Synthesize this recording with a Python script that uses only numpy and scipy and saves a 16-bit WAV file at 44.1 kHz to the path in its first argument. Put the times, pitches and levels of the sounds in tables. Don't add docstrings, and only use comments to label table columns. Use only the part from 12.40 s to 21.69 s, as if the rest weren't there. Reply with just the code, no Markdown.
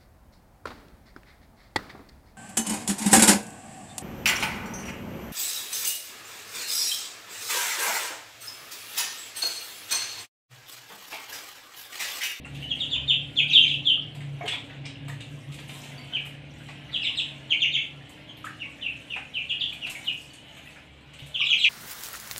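import sys
import numpy as np
from scipy import signal
from scipy.fft import rfft, irfft, next_fast_len
from scipy.io import wavfile
from scipy.ndimage import map_coordinates

SR = 44100
rng = np.random.default_rng(int(sys.argv[2]) if len(sys.argv) > 2 else 0)


def to_wav(sig):
    pcm = np.clip(np.atleast_2d(sig), -1, 1) * 32767
    pcm = np.round(pcm).astype(np.int16)
    wavfile.write(sys.argv[1], SR, pcm.T)


N = 409688


def amp(db):
    return 10 ** (np.asarray(db) / 20)


def unit(x):
    return x / np.sqrt(np.mean(x ** 2) + 1e-20)


def along(points, hz):
    pitches, values = np.transpose(points)
    return np.interp(np.log(hz + 1), np.log(pitches), values)


def curves(rows):
    times, *columns = np.transpose(rows)
    return [np.interp(np.arange(N) / SR, times, column) for column in columns]


def wobble(rate, size=N):
    return map_coordinates(rng.standard_normal(2048), [np.arange(size) * rate / SR], mode="wrap")


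def colour(x, spectrum):
    size = next_fast_len(len(x) + 2048)
    gain = amp(along(spectrum, np.fft.rfftfreq(size, 1 / SR)))
    return irfft(rfft(x, size) * gain, size)[:len(x)]


def resonate(x, hz, width_hz):
    return signal.lfilter(*signal.iirpeak(hz, hz / width_hz, SR), x)


def add(track, start_s, sound):
    start = max(round(start_s * SR), 0)
    part = track[start:start + len(sound)]
    part += sound[:len(part)]


# pitch_hz, fade_s
ROOM_ECHO = [(200, 0.26), (1000, 0.33), (3000, 0.36), (7000, 0.35), (14000, .22)]

def room(x, wet_db, build_s=0.0012):
    hz, t, noise = signal.stft(rng.standard_normal(SR // 2), SR, nperseg=256)
    fade = amp(-60 * t / along(ROOM_ECHO, hz)[:, None])
    echo = signal.istft(noise * fade, SR, nperseg=256)[1]
    echo *= 1 - np.exp(-(np.arange(len(echo)) / SR / build_s) ** 2)
    response = amp(wet_db) * echo / np.linalg.norm(echo)
    response[0] += 1
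    return signal.fftconvolve(x, response / np.linalg.norm(response))


# time_s, level_db
DRONE_LEVELS = [(0.0, -44), (0.05, -50), (0.2, -37.5), (0.33, -49.5), (0.39, -47.5), (0.82, -38),
                (0.98, -52), (1.03, -35.5), (1.22, -42.5), (1.4, -36), (1.5, -53), (1.94, -32.5),
                (2.22, -68), (2.38, -40), (2.48, -41), (2.53, -58), (2.64, -37.5), (2.77, -35.5),
                (2.85, -51), (2.95, -33.5), (3.02, -56), (3.1, -31), (3.15, -41.5), (4.45, -45.5),
                (4.73, -69), (4.76, -49), (4.99, -41.5), (5.15, -61), (5.38, -39.5), (5.48, -75),
                (5.54, -44), (5.74, -59.5), (8.74, -57), (8.85, -57), (8.9, -56.5), (9.29, -61.5)]
LOW_HUM_LEVELS = [(0.0, -54.5), (0.72, -51), (1.35, -65.5), (7.55, -63), (9.06, -61.5), (9.29, -67)]
RUMBLE_LEVELS = [(0.0, -49), (2.27, -49.5), (7.71, -55.5), (8.44, -57.5), (9.29, -57)]
# pitch_hz, level_db, fade_db_per_rumble_db
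SIDE_TONES = [(112, -62, 2.7), (250, -64, 1.56), (178.4, -65.5, 1.5), (280, -63, 1.83), (308.7, -63, 0.83)]
# pitch_hz, gain_db
RUMBLE_COLOUR = [(15, -60.5), (25, -38.5), (37, -26.5), (59, -20.5), (87, -19.5), (136, -8), (151, -13),
                 (168, -13), (198, -18.5), (288, -16), (345, -25.5), (533, -22.5), (657, -29), (786, -28),
                 (900, -38.5), (1170, -49), (1980, -120)]

def motor(drone_hz=142, low_hz=70.5, waver_db=3.5, throb_db=2):
    def tone(hz, drift=0.01417):
        pitch = hz * (1 + drift * wobble(6.2))
        return np.sqrt(2) * np.sin(2 * np.pi * np.cumsum(pitch) / SR)

    drone_db, = curves(DRONE_LEVELS)
    low_db, = curves(LOW_HUM_LEVELS)
    rumble_db, = curves(RUMBLE_LEVELS)
    drone = amp(drone_db - 2.5 + throb_db * wobble(11)) * tone(drone_hz)
    low_hum = amp(low_db + 1.5 + waver_db * wobble(8.1)) * tone(low_hz, drift=0.011)
    fade_db = rumble_db - np.mean(rumble_db)
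    sides = sum(amp(level_db + follows * fade_db + waver_db * wobble(2.5)) * tone(hz)
                for hz, level_db, follows in SIDE_TONES)
    rumble = amp(rumble_db + 1.5) * unit(colour(rng.standard_normal(N), RUMBLE_COLOUR))
    return drone + low_hum + sides + rumble


def small_bubbles(count, centre_hz, spread, cycles, spread_db):
    out, t = np.zeros(N), np.arange(SR // 20) / SR
    starts_s = rng.random(count) * N / SR
    bubbles = np.clip(rng.standard_normal((count, 2)), -2, 2)
    for start_s, (smallness, strength) in zip(starts_s, bubbles):
        turns = centre_hz * np.exp(spread * smallness) * t
        age = turns / cycles
        ping = np.sin(2 * np.pi * turns * (1 + .08 * age))
        add(out, start_s, amp(spread_db * strength - 60 * age) * ping)
    return unit(out)


def droplets(per_s, spread_db, low_hz, high_hz, cycles, size=N):
    when, smallness, strength = rng.random((int(per_s * size / SR) + 1, 3)).T[:, :, None]
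    n = np.arange(SR // 100)
    turns = low_hz * (high_hz / low_hz) ** smallness * n / SR
    pings = amp(spread_db * strength ** 2 - 60 * turns / cycles) * np.sin(2 * np.pi * turns)
    positions = (when * size).astype(int) + n
    return unit(np.bincount(positions.ravel(), pings.ravel(), size)[:size])


# time_s, lap_db, effort_db
PADDLING = [(0.0, -61.5, -77), (0.3, -60, -70), (0.67, -58, -78), (1.2, -62.5, -67), (1.35, -63.5, -75.5),
            (1.57, -62, -86), (1.82, -63, -79), (2.17, -58, -72.5), (2.49, -60, -83), (3.11, -62.5, -71),
            (3.34, -57, -62), (3.74, -56, -69.5), (3.99, -61.5, -81.5), (4.24, -59.5, -73),
            (4.39, -58, -73), (5.18, -59, -78.5), (5.31, -62.5, -78.5), (5.68, -59.5, -79),
            (5.93, -59, -75.5), (6.16, -61, -76), (7.33, -60.5, -73), (7.53, -56.5, -67.5),
            (7.8, -62, -62.5), (8.0, -60.5, -77), (8.27, -58.5, -66.5), (8.5, -65, -85.5), (8.75, -61, -79),
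            (8.95, -61, -68.5)]
# pitch_hz, gain_db
LAP_COLOUR = [(240, -13), (400, -5), (613, 5), (662, 4), (798, 1.5), (1240, -4.5), (1940, 0.5), (2980, 5.5),
              (3210, 2), (4230, -7.5), (4560, -13.5), (5500, -21.5), (7150, -62.5), (12100, -120)]
TRICKLE_COLOUR = [(3500, -30.5), (5000, -7), (6500, -3.5), (8200, 0), (10000, -5.5), (13000, -37)]
FIZZ_COLOUR = [(7500, -19.5), (10000, 1.5), (13500, 5.5), (15500, -5.5)]

def water(easy_effort_db=-74, strokes_per_s=10, swing_db=2):
    lap_db, effort_db = curves(PADDLING)
    stroke_db = swing_db * wobble(strokes_per_s)
    extra_effort_db = effort_db - easy_effort_db + stroke_db
    wash = unit(colour(rng.standard_normal(N), LAP_COLOUR))
    bubbles = small_bubbles(count=420, centre_hz=2300, spread=0.385, cycles=35, spread_db=4)
    lap = wash + amp(-6) * unit(colour(bubbles, LAP_COLOUR))
    trickle = droplets(per_s=500, spread_db=17, low_hz=3500, high_hz=11000, cycles=25)
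    fizz = droplets(per_s=800, spread_db=14, low_hz=8500, high_hz=15500, cycles=16)
    drips = small_bubbles(count=130, centre_hz=3625, spread=0.45, cycles=50, spread_db=3)
    stirred = (amp(lap_db + 7.5 + 0.23 * stroke_db) * lap
               + amp(-66.5 + 0.9 * extra_effort_db) * unit(colour(trickle, TRICKLE_COLOUR))
               + amp(-68.5 + 0.9 * extra_effort_db) * drips
               + amp(-76 + 1.1 * extra_effort_db) * unit(colour(fizz, FIZZ_COLOUR)))
    out, stretch = np.zeros(N), SR // 4
    for start in range(0, N, stretch):
        add(out, start / SR, room(stirred[start:start + stretch], wet_db=4.5))
    return out


# start_s, pitch_hz, relative_level_db, climb_fraction
PLOPS = [(.047, 2700, -34, 0.13), (.565, 1003, -44, 0.14), (1.575, 1270, -46, .07),
         (2.009, 710, -31, 0.067), (2.011, 2195, -34.5, .13), (2.04, 410, -33.5, .1),
         (2.042, 720, -31.5, 0.086), (2.083, 2800, -27, .1), (2.122, 3310, -21, 0.24),
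         (2.455, 4680, -37, 1), (2.556, 2810, -37, .12), (2.698, 1784, -34, 0.34), (3.58, 4560, -39, 0.045),
         (6.043, 1267, -28.5, 0.078), (6.068, 1510, -30, 1), (6.765, 750, -37, 0.078),
         (7.325, 2360, -30, 0.4), (7.553, 2206, -28.5, 0.16), (7.904, 4500, -45, .05),
         (7.985, 2920, -41, 0.11), (8.273, 2590, -39.5, .05), (8.82, 133, -38, 0.092),
         (9.005, 1150, -38.5, 0.093), (9.1, 1360, -44, .06)]

def plops(attack_s=0.0011):
    out, t = np.zeros(N), np.arange(SR // 6) / SR
    for start_s, pitch_hz, level_db, climb in PLOPS:
        fade_s = 0.038 * (1000 / pitch_hz) ** 0.29
        phase = 2 * np.pi * np.cumsum(pitch_hz * (1 + climb * t / fade_s)) / SR
        loudness = amp(level_db + 7.5 - 60 * t / fade_s) * (1 - np.exp(-t / attack_s))
        add(out, start_s, room(loudness * np.sin(phase), wet_db=0.5))
    return out


# start_s, spray_db, slap_db, bubble_db, mist_db
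SPLASHES = [(.05, -45, -36.5, -59, -66), (.145, -55, -53, -30.5, -49.5), (.197, -49, -58, -41, -52),
            (0.221, -59, -60, -34, -52), (1.27, -48, -54, -23, -64), (1.746, -44.5, -46, -39, -52.5),
            (1.803, -48, -39, -37.5, -65), (2.008, -66, -32, -58, -66), (2.053, -39.5, -32, -29, -54),
            (2.076, -29, -30.5, -16, -50), (2.125, -55, -28, -23.5, -52), (2.294, -63, -35.5, -41, -67),
            (2.451, -36, -41, -30, -72), (2.68, -37, -32.5, -40, -47), (2.802, -40, -46, -32, -61),
            (3.116, -40, -60, -37, -56), (3.138, -39.5, -58, -40, -48), (3.185, -43, -39.5, -35, -50),
            (3.289, -40.5, -42, -35, -48), (3.434, -42, -56, -36, -55.5), (3.851, -43, -43, -55, -43),
            (4.283, -46, -33.5, -40, -70), (5.69, -45.5, -69, -60, -49), (5.967, -65, -55, -40, -51),
            (6.043, -40.5, -37, -36, -48), (6.759, -44, -26, -36, -63), (7.327, -38.5, -53, -38, -48.5),
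            (7.462, -44, -33.5, -27.5, -50.5), (7.495, -31, -66, -36, -35.5), (7.639, -61, -43.5, -37, -47),
            (7.932, -39, -69, -42, -53.5), (8.165, -55, -43, -37, -54), (8.356, -55, -38, -52, -83),
            (8.732, -44, -50, -42, -62), (8.787, -50, -71, -31.5, -54), (8.859, -47, -69, -39, -48)]
# pitch_hz, gain_db
SPRAY_COLOUR = [(3200, -32), (4300, -5), (5500, -4), (8200, 8.5), (10000, -7.5), (13000, -34)]
SLAP_COLOUR = [(250, -30), (700, -10.5), (1200, -5.5), (1900, 1.5), (2600, 3), (4000, -51.5)]
BUBBLE_COLOUR = [(1400, -51), (2200, -3.5), (3000, 4.5), (3800, 3), (5000, -16.5), (7000, -53.5)]

def splashes(fade_s=0.078, attack_s=0.006):
    out, t = np.zeros(N), np.arange(SR // 6) / SR
    loudness = amp(-60 * t / fade_s) * (1 - np.exp(-t / attack_s))
    for start_s, spray_db, slap_db, bubble_db, mist_db in SPLASHES:
        drops = droplets(per_s=4000, spread_db=13, low_hz=450, high_hz=15000, cycles=14, size=len(t))
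        parts = [(SPRAY_COLOUR, spray_db - 2.5), (SLAP_COLOUR, slap_db),
                 (BUBBLE_COLOUR, bubble_db), (FIZZ_COLOUR, mist_db)]
        burst = sum(amp(db) * unit(colour(drops, spectrum)) for spectrum, db in parts)
        add(out, start_s, room(burst * loudness, wet_db=2))
    return out


# pitch_hz, gain_db
BILL_COLOUR = [(4300, -2.5), (5500, -13), (8500, -11.5), (10500, -10), (12000, -15), (15000, -18.5)]
THROAT_COLOUR = [(1500, -5), (3000, 15), (3750, 3), (4200, -8.5), (4700, -10.5), (5400, 1), (6500, -33)]

def peep(length_s, start_hz, end_hz, arch_hz, overtone_db, bill_hz, lead_s):
    t = np.arange(round((lead_s + length_s) * SR)) / SR - lead_s
    progress = np.clip(t / length_s, 0, 1)
    shake = lambda rate: wobble(rate, size=len(t))
    glide = start_hz + (end_hz - start_hz) * progress + 4 * arch_hz * progress * (1 - progress)
    hook = 1 - 0.0494 * np.exp(-progress / .1)
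    pitch = glide * hook * (1 + .019 * shake(380))
    phase = 2 * np.pi * np.cumsum(pitch) / SR
    loudest_at = np.clip(0.61 + 0.00021 * (start_hz - 3763), .15, .85)
    arc = np.sin(np.pi * progress ** (np.log(.5) / np.log(loudest_at)))
    flutter = amp(2.2 * shake(220))
    swell = np.abs(arc) ** 0.61 * flutter
    whistle = swell * np.sin(phase)
    hoarse_phase = phase + 0.28 * shake(1200)
    second, third, fourth = swell * np.sin(np.outer(np.arange(2, 5), hoarse_phase))
    third_db = -43 - overtone_db
    overtones = second + amp(third_db) * third + amp(-16) * fourth
    patch = resonate(resonate(overtones, bill_hz, width_hz=1200), bill_hz, width_hz=1200)
    overtones = unit(patch + colour(overtones, BILL_COLOUR))
    rasp_progress = np.minimum((t + lead_s) / (lead_s + 0.21 * length_s), 1)
    rasp_swell = np.sin(np.pi * rasp_progress) ** 2
    rasp = colour(rasp_swell * shake(850) * np.sin(1.15 * phase), THROAT_COLOUR)
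    return whistle + amp(overtone_db) * np.std(whistle) * overtones + amp(-16) * rasp


# start_s, length_s, start_hz, end_hz, arch_hz, relative_level_db, overtone_db, bill_hz
PEEPS = [ (0.223, 0.019, 2800, 3100, 33, -38, -37, 5970), (0.297, 0.028, 3700, 2746, -64, -29.5, -34, 7060),
         (0.389, 0.046, 4020, 2710, 144, -31.5, -28, 7250),
         (0.501, 0.061, 3780, 2280, 340, -27.5, -28.5, 7240),
         (0.676, 0.046, 3714, 2393, 296.5, -20.5, -34, 7330),
         (0.964, .042, 3700, 2220, 152.5, -22.5, -33.5, 7050),
         (1.086, 0.035, 3960, 2180, 47.5, -27.5, -23, 6020),
         (1.124, 0.061, 3782, 2560, 268.5, -16, -39.5, 7650),
         (1.212, 0.046, 3590, 2106, 156, -29, -24, 6450), (1.276, 0.048, 4020, 2523, 51, -27, -34.5, 7440),
         (1.449, 0.07, 3655, 2670, 36, -21, -39.5, 7500), (3.73, 0.048, 3030, 2140, 378, -30.5, -39, 6600),
         (4.517, 0.05, 4025, 2440, 125, -30.5, -36, 7600), (4.597, 0.068, 3130, 1980, 53, -35, -38, 5600),
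         (4.627, 0.055, 4390, 2480, 76, -28.5, -27, 7860),
         (4.756, 0.049, 4380, 2510, 178, -27.5, -22.5, 8040),
         (5.1, 0.037, 3474, 2127, 119, -23.5, -32, 6800),
         (5.201, 0.048, 3730, 2047, 214, -24.5, -27.5, 6400),
         (5.32, 0.054, 3840, 1976, 267, -26, -27.5, 6630), (5.869, .045, 3530, 2930, 2, -48, -24, 6500),
         (6.198, 0.05, 3044, 1874, 126, -39, -33, 6160), (6.414, .066, 3206, 2320, -16, -33.5, -44, 6400),
         (6.705, 0.049, 3020, 2404, -67, -34, -33, 6350), (6.939, .053, 3420, 2290, -72, -32, -46, 6600),
         (7.088, 0.03, 3780, 2510, -46, -28.5, -35, 7200), (7.203, 0.021, 4050, 2764, -33, -23, -40, 7250),
         (7.416, 0.045, 3026, 2250, 57, -36, -31, 6200), (7.659, 0.048, 3585, 2340, -50, -30, -50, 6300),
         (8.941, 0.027, 3615, 2410, 24, -28.5, -35, 6500),
         (8.998, 0.028, 3335, 2170, -34, -21, -29.5, 5370), (9.042, 0.044, 4280, 2787, 30, -29, -26, 7500),
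         (9.09, 0.051, 3720, 2110, 76, -22.5, -25.5, 6300), (9.172, 0.055, 4334, 2820, 178, -29, -20, 7800),
         (9.228, 0.03, 3730, 2080, 21, -17, -27, 6150)]

def ducklings(lead_s=0.009):
    out = np.zeros(N)
    for start_s, length_s, start_hz, end_hz, arch_hz, level_db, overtone_db, bill_hz in PEEPS:
        call = peep(length_s, start_hz, end_hz, arch_hz, overtone_db, bill_hz, lead_s)
        add(out, start_s - lead_s, amp(level_db + 8.5) * room(call, wet_db=7))
    return out


def scene():
    return (ducklings() + splashes() + plops() + water() + motor())[None]


def record(dry):
    fade_s, top_hz = 0.003, 15500
    fade = np.minimum(np.arange(N)[::-1] / (fade_s * SR), 1)
    size = next_fast_len(N + 4096)
    kept = np.fft.rfftfreq(size, 1 / SR) < top_hz
    return irfft(rfft(dry * fade, size) * kept, size)[:, :N]


dry = scene()
out = record(dry)
to_wav(out)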